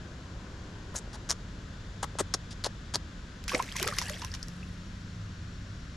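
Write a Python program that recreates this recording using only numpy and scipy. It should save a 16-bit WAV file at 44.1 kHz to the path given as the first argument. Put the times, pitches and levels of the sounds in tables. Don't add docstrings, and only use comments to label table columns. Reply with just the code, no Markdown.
import sys
import numpy as np
from scipy import signal
from scipy.fft import rfft, irfft
from scipy.io import wavfile
from scipy.ndimage import uniform_filter1d

SR = 44100
rng = np.random.default_rng(int(sys.argv[2]) if len(sys.argv) > 2 else 0)


def dump_mix(stems):
    frames = np.atleast_2d(stems).T
    limited = np.clip(frames, -1, 1)
    pcm = np.round(limited * 32767).astype(np.int16)
    wavfile.write(sys.argv[1], SR, pcm)


N = 262944
TIME = np.arange(N) / SR
CUTOFF_HZ = 16400


def from_db(db):
    return 10 ** (np.asarray(db) / 20)


def rms_one(x):
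    return x / np.sqrt(np.mean(x ** 2) + 1e-20)


def gains(rows):
    s, *columns = np.transpose(rows)
    return [from_db(np.interp(TIME, s, column)) for column in columns]


def at_hz(points, hz):
    f, value = np.transpose(points)
    return np.interp(np.log(hz + 1e-3), np.log(f), value)


def add(track, s, sound):
    i = int(s * SR)
    track[i:i + len(sound)] += sound[:N - i]


def decay(t, t60):
    return np.exp(-np.log(1000) * t / t60)


def drift(rate, size=N):
    knots = rng.standard_normal(400)
    return np.interp(TIME[:size] * rate, np.arange(len(knots)), knots)


def coloured(x, spectrum, keep_power=True, size=8192):
    hz = np.arange(size // 2 + 1) * SR / size
    cepstrum = irfft(np.log(from_db(at_hz(spectrum, hz))))
    cepstrum[1:size // 2] *= 2
    cepstrum[size // 2 + 1:] = 0
    response = irfft(np.exp(rfft(cepstrum)))
    if keep_power:
        response = response / np.linalg.norm(response)
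    return signal.fftconvolve(x, response)[:N]


def placed(pair, balance):
    shaded = []
    for x, sign in zip(pair, (1, -1)):
        half_balance = [(hz, sign * db / 2) for hz, db in balance]
        shaded.append(coloured(x, half_balance, keep_power=False))
    return np.array(shaded)


def ping(hz, t60, octaves, onset_cycles, wobble=0):
    t = np.arange(int(t60 * SR) + 2) / SR
    shape = np.interp(t * hz / 2, np.arange(64), rng.standard_normal(64))
    pitch = np.minimum(hz * 2 ** (octaves * t / t60 + wobble * shape), SR / 2)
    onset = 1 - np.exp(-t * hz / onset_cycles)
    return np.sin(2 * np.pi * np.cumsum(pitch) / SR) * from_db(-60 * t / t60) * onset


def grains(per_s, spread_db, size=N):
    strength_db = spread_db * np.minimum(rng.exponential(1, size), 4)
    strength = from_db(strength_db) * rng.choice([-1, 1], size)
    return rms_one(strength * (rng.random(size) < per_s / SR))


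# pitch_hz, relative_db (per Hz)
RUMBLE_COLOUR = [(12, -12.5), (40, 2), (90, 0), (120, -4.5), (200, -7.5), (280, -14), (400, -25),
                 (1500, -64.5)]
# pitch_hz, relative_db (per Hz)
HISS_COLOUR = [(250, -8.5), (550, 4), (850, -7), (1150, 2), (1550, 6), (2200, -2.5), (3600, -1.5),
               (7400, -8.5), (8400, -22), (10300, -22.5), (13500, -45.5)]
# pitch_hz, likeness (0 to 1)
HISS_LIKENESS = [(130, 0.1), (640, 0.43), (6800, 0.55)]
# time_s, level_db
RUSH_LEVEL = [(0, -54), (1, -53), (1.6, -57), (4.8, -61)]
# pitch_hz, relative_db (per Hz)
RUSH_TONE = [(150, -14), (280, 9.5), (600, 2), (800, -2), (1050, 2), (2000, -55.5)]
# pitch_hz, left_minus_right_db
NEAR_BALANCE = [(250, 2.5), (700, 2.5), (1400, 7.5), (4400, 1), (8120, 1.5), (15000, 10)]


def outdoors(rumble_db=-43, rumble_width_db=-27.5, leaves_db=-53.5):
    white = rng.standard_normal((5, N))
    rumble_mid, rumble_side = [coloured(w, RUMBLE_COLOUR) for w in white[:2]]
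    rumble = from_db(rumble_db) * (rumble_mid + from_db(rumble_width_db) * rumble_side * [[1], [-1]])
    alike = np.clip(at_hz(HISS_LIKENESS, np.arange(N // 2 + 1) * SR / N), -1, 1)
    parts = []
    for w, sign in zip(white[2:4], (1, -1)):
        share = np.sqrt((1 + sign * alike) / 2)
        parts.append(irfft(rfft(coloured(w, HISS_COLOUR)) * share, N))
    mid, side = parts
    hiss = from_db(leaves_db) * (mid + side * [[1], [-1]])
    rush = gains(RUSH_LEVEL)[0] * coloured(white[4], RUSH_TONE)
    return rumble + placed(hiss + rush, NEAR_BALANCE)


# time_s, low_line_db, high_line_db
HUM_LEVELS = [(0, -56.5, -57), (3.6, -52.5, -56.5), (4.6, -50.5, -50.5), (5.2, -45, -50.5),
              (5.96, -52.5, -56.5)]


def motor(low_hz=99, high_hz=178, flutter_db=3.0, wander=.05):
    hum = np.zeros(N)
    for gain, hz in zip(gains(HUM_LEVELS), (low_hz, high_hz)):
        level = np.sqrt(2) * gain * from_db(flutter_db * drift(9))
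        pitch = hz * (1 + wander * drift(12))
        hum += level * np.sin(2 * np.pi * np.cumsum(pitch) / SR)
    return hum


# middle_s, length_s, pitch_hz, level_db
CHORUSES = [(2.4, 2.0, 3480, -69), (5.2, 2.2, 4310, -71), (5.4, 2.2, 5510, -70)]


def insects(sharpness=45):
    chorus = np.zeros(N)
    for s, length, hz, db in CHORUSES:
        rise_and_fade = np.exp(-(2 * (TIME - s) / length) ** 4)
        rasp = signal.lfilter(*signal.iirpeak(hz, sharpness, fs=SR), rng.standard_normal(N))
        chorus += from_db(db) * rise_and_fade * rms_one(rasp)
    return chorus


def bank(x, echo_db, t60):
    t = np.arange(8192) / SR
    tail = rng.standard_normal((2, len(t))) * decay(t, t60) * (t > .004)
    tail /= np.linalg.norm(tail, axis=1, keepdims=True)
    return x + from_db(echo_db) * signal.fftconvolve(x, tail, axes=1)[:, :N]


POP_CYCLES = 4.36
HOLLOW_START_HZ, HOLLOW_T60_S = 1190, .0042
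HOLLOW_SWELL = .6
PEEL_ATTACK_S, PEEL_TAIL_S = .0006, .003
# start_s, length_s, crackle_db, hollow_db, hollow_end_hz, slit_hz
SMACK_EVENTS = [(0.94, 0.015, -77, -41, 510, 7000), (0.956, 0.035, -39, -67, 594, 7300),
                (1.129, 0.031, -49.5, -50.5, 910, 5000), (1.29, 0.037, -35.5, -49, 1070, 6300),
                (2.027, 0.018, -39.5, -34.5, 970, 8660), (2.186, 0.026, -34, -32, 470, 8140),
                (2.339, 0.01, -30.5, -41.5, 600, 6030), (2.507, 0.027, -47.5, -67, 800, 4560),
                (2.642, 0.028, -36, -39, 510, 4770), (2.938, 0.026, -36, -41, 680, 5140)]
# start_s, level_db
SEAL_SNAPS = [(0.9605, -21), (0.964, -20.5), (0.967, -23), (0.9875, -24), (1.297, -16), (1.3003, -16),
              (1.3064, -8.5), (1.3136, -9.5), (2.0307, -20), (2.198, -15), (2.207, -18), (2.3389, -12),
              (2.3415, -10), (2.6399, -18.5), (2.6446, -12), (2.6598, -22), (2.946, -14), (2.957, -8)]
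# start_s, level_db, pitch_hz
TONGUE_POPS = [(1.076, -30.5, 486), (2.031, -12.5, 1110), (2.154, -25.5, 560), (2.2091, -14.5, 446),
               (2.348, -19, 564), (2.666, -15.5, 586), (2.957, -22, 587)]
# pitch_hz, relative_db (per Hz)
CRACKLE_COLOUR = [(120, -1), (500, 8), (1700, 11), (2450, 4.5), (3500, 8.5), (4700, 6.5), (6700, 8),
                  (8600, 0.5), (10200, 3.5), (13000, -25), (16000, -35)]


def smacks(snap_edge_db=-3, slit_q=3, slit_db=3, tightness=0.38, clump_db=1.5, mic_dip_hz=2500):
    crackle, rings = np.zeros(N), np.zeros(N)
    t = np.arange(4096) / SR
    for s, length, crackle_db, hollow_db, end_hz, slit_hz in SMACK_EVENTS:
        peel = (1 - np.exp(-t / PEEL_ATTACK_S)) * np.exp(-np.maximum(t - length, 0) / PEEL_TAIL_S)
        opening = np.minimum(t / length, 1)
        ruptures = grains(9000, 3.5, size=len(t)) * from_db(clump_db * drift(300, size=len(t)))
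        slit = from_db(slit_db + tightness * (crackle_db - hollow_db))
        slit_ring = signal.lfilter(*signal.iirpeak(slit_hz, slit_q, fs=SR), ruptures)
        bright = rms_one(ruptures + slit * slit_ring)
        thinning = 1 - .5 * opening ** 2
        add(crackle, s, from_db(crackle_db) * peel * thinning * bright)
        cavity_hz = HOLLOW_START_HZ * (end_hz / HOLLOW_START_HZ) ** opening
        turn = np.exp(2j * np.pi * np.cumsum(cavity_hz) / SR)
        keep = decay(1 / SR, HOLLOW_T60_S)
        cavity_ring = np.real(turn * signal.lfilter([1], [1, -keep], ruptures / turn))
        hollow = cavity_ring * peel * opening ** HOLLOW_SWELL
        hollow_rms = np.sqrt(np.sum(hollow ** 2) / (length * SR))
        add(rings, s, from_db(hollow_db) * hollow / hollow_rms)
    for s, db in SEAL_SNAPS:
        slit_hz = min(SMACK_EVENTS, key=lambda row: abs(row[0] - s))[-1]
        add(rings, s, from_db(db) * ping(slit_hz * rng.uniform(0.78, 1), .003, 0, 0.079))
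        add(crackle, s, from_db([db + snap_edge_db]))
    for s, db, hz in TONGUE_POPS:
        add(rings, s, from_db(db) * ping(hz, POP_CYCLES / hz, -1.05, 0.14))
    rings = signal.lfilter(*signal.iirnotch(mic_dip_hz, 2, fs=SR), rings)
    ring_band = signal.butter(2, [190, 11000], "band", fs=SR, output="sos")
    sound = coloured(crackle, CRACKLE_COLOUR) + signal.sosfilt(ring_band, rings)
    return placed([sound, sound], NEAR_BALANCE)


def swell(since, attack_s, hold_s, fade_db_per_s):
    return np.clip(since / attack_s, 0, 1) * from_db(-fade_db_per_s * np.maximum(since - hold_s, 0))


SPRAY_ATTACK_S, SPRAY_HOLD_S, SPRAY_FADE_DB_PER_S = 0.0058, 0.052, 69
FOAM_DB, FOAM_FADE_DB_PER_S = -9.5, 19
COLLAPSE_S, CHURN_ATTACK_S, CHURN_FADE_DB_PER_S = 0.04, 0.015, 216
FLIGHT_S, FLIGHT_SPREAD_S, FALL_CHURN_DB = 0.28, 0.2, -10.5
# start_s, spray_db, churn_db, falling_drops_db, churn_hold_s
ROD_STROKES = [(3.481, -39, -33, -55, 0.022), (3.753, -38, -40.5, -42, 0.075)]


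def stirred_water():
    spray, churn = [], []
    for s, spray_db, churn_db, fall_db, hold_s in ROD_STROKES:
        since = TIME - s
        thrown = from_db(spray_db) * swell(since, SPRAY_ATTACK_S, SPRAY_HOLD_S, SPRAY_FADE_DB_PER_S)
        foam = from_db(spray_db + FOAM_DB) * swell(since, SPRAY_ATTACK_S, SPRAY_HOLD_S, FOAM_FADE_DB_PER_S)
        landing = np.exp(-((since - FLIGHT_S) / FLIGHT_SPREAD_S) ** 2)
        falling = from_db(fall_db) * landing * (since > 0)
        closing = swell(since - COLLAPSE_S, CHURN_ATTACK_S, hold_s, CHURN_FADE_DB_PER_S)
        spray += [thrown, foam, falling]
        churn += [from_db(churn_db) * closing, from_db(FALL_CHURN_DB) * falling]
    return np.linalg.norm(spray, axis=0), np.linalg.norm(churn, axis=0)


WOBBLE_OCTAVES = .045


def bubble_cloud(low_hz, high_hz, cycles, spread_db, count, settle_s=1.7, scatter_db=1):
    out = np.zeros((2, N))
    for when, size, strength, place, rise in rng.random((count, 5)):
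        start_s = ROD_STROKES[0][0] + when * settle_s
        hz = low_hz * (high_hz / low_hz) ** size
        ring = ping(hz, cycles / hz, rise ** 4, 0.58, WOBBLE_OCTAVES)
        sound = from_db(spread_db * strength ** 2) * ring
        for channel, sign in zip(out, (1, -1)):
            add(channel, start_s, sound * from_db(sign * scatter_db * (place - 0.5)))
    power = uniform_filter1d(np.mean(out ** 2, axis=0), size=1764)
    return out / np.sqrt(np.abs(power) + 1e-6)


BUBBLE_CYCLES, FAINT_LASTS_DB = 14.4, 17
CONTACT_S, SLAP_T60_S, TICK_T60_S = 0.00045, 0.036, 0.0097
# start_s, level_db, dull_above_hz
SURFACE_SLAPS = [(3.48, -28, 12200), (3.4938, -30.5, 9000), (3.518, -27, 2290), (3.534, -33, 2500),
                 (3.546, -25, 7040), (3.594, -18.5, 1500), (3.7635, -42, 12100), (3.828, -30, 6000),
                 (3.8703, -24, 3300), (3.885, -25.5, 3300), (3.981, -31, 2000), (3.9864, -25.5, 14100),
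                 (4.021, -30, 9000), (4.218, -32, 5000), (4.339, -33.5, 8050), (4.348, -33.5, 7240)]
# start_s, level_db
DROP_TICKS = [(3.44, -38.5), (3.504, -38), (3.625, -29.5), (3.7235, -32), (3.7628, -31), (3.7665, -24.5),
              (3.798, -26), (3.8278, -16), (3.8763, -19), (3.9853, -18.5), (4.015, -25.5), (4.097, -24.5),
              (4.2477, -27.5), (4.4835, -38)]
# start_s, level_db, pitch_hz, glide_octaves_per_s
AIR_BUBBLES = [(3.493, -19.5, 2300, 90), (3.517, -25.5, 1034, 20), (3.5495, -11, 2080, 80),
               (3.553, -28, 625, 1), (3.6, -12.5, 976, 12), (3.687, -34, 1880, 131), (3.7172, -29, 3100, 3),
               (3.754, -32, 1034, -7), (3.764, -26, 2160, -15), (3.82, -30.5, 330, 16),
               (3.833, -30, 1360, 85), (3.87, -22, 1220, 71), (3.884, -25, 1224, 11),
               (3.888, -33, 600, -5.5), (3.924, -26, 1074, 43), (3.987, -22.5, 2180, -30),
               (4.015, -27.5, 1058, -17.5), (4.061, -39, 1600, 5), (4.064, -34, 2730, 28),
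               (4.085, -30, 4460, 20), (4.089, -31, 1740, 36), (4.102, -32.5, 570, 3.5),
               (4.141, -33, 2950, 50), (4.221, -33, 965, 1.5), (4.233, -39, 2800, 40), (4.24, -32, 980, 5),
               (4.279, -43, 2400, 50), (4.317, -29, 4830, 90), (4.333, -42, 1580, 51),
               (4.4285, -21.5, 4420, 332), (4.6292, -37, 2600, 4)]
# start_s, level_db, pitch_hz
TROUGH_PLOPS = [(3.5456, -12, 301), (3.865, -19.5, 463)]
# pitch_hz, relative_db (per Hz)
SPRAY_COLOUR = [(250, -21), (1150, 2.5), (2400, 3.5), (4200, 3.5), (5600, 8), (8600, -5), (10700, -2.5),
                (13000, -8.5), (16000, -27)]
# pitch_hz, left_minus_right_db
SPLASH_BALANCE = [(2500, -0.5), (15000, 2.5)]


def splash(fizz_db=-8.0, droplet_db=-4, width_db=-9):
    spray, churn = stirred_water()
    bursts, bubbles = np.zeros((2, N)), np.zeros(N)
    t = np.arange(4096) / SR
    wash = np.minimum(t / CONTACT_S, 1) * decay(t, SLAP_T60_S)
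    crack = decay(t, TICK_T60_S)
    for burst in bursts:
        for s, db, dull_hz in SURFACE_SLAPS:
            dull = signal.butter(2, min(dull_hz, CUTOFF_HZ), fs=SR)
            slap = signal.lfilter(*dull, wash * rng.standard_normal(len(t)))
            add(burst, s, from_db(db) * slap)
        for s, db in DROP_TICKS:
            add(burst, s, from_db(db) * crack * rng.choice([-1, 1], len(t)))
    for s, db, hz, glide in AIR_BUBBLES:
        t60 = BUBBLE_CYCLES * 2 ** (-db / FAINT_LASTS_DB) / hz
        add(bubbles, s, from_db(db) * ping(hz, t60, glide * t60, 1, WOBBLE_OCTAVES))
    for s, db, hz in TROUGH_PLOPS:
        add(bubbles, s, from_db(db) * ping(hz, POP_CYCLES / hz, 0, 0.38))
    layers = []
    for burst in bursts:
        spray_grains = from_db(fizz_db) * spray * grains(6000, 4)
        layers.append(coloured(burst + spray_grains, SPRAY_COLOUR))
    mid, side = layers
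    fizz = mid + from_db(width_db) * side * [[1], [-1]]
    droplets = from_db(droplet_db) * spray * bubble_cloud(1550, 10430, 30, 21.6, count=2100)
    gurgle = churn * bubble_cloud(370, 2800, 22, 14, count=700)
    return placed(fizz + droplets + gurgle + bubbles, SPLASH_BALANCE)


def scene():
    near_smacks = bank(smacks(), echo_db=-16.5, t60=0.059)
    water = bank(splash(), echo_db=-12, t60=0.078)
    return near_smacks + water + outdoors() + motor() + insects()


def record(dry, roll_off_hz=13800):
    soft = signal.sosfilt(signal.butter(4, roll_off_hz, fs=SR, output="sos"), dry)
    return signal.sosfilt(signal.cheby2(16, 70, CUTOFF_HZ, fs=SR, output="sos"), soft)


dry = scene()
out = record(dry)
dump_mix(out)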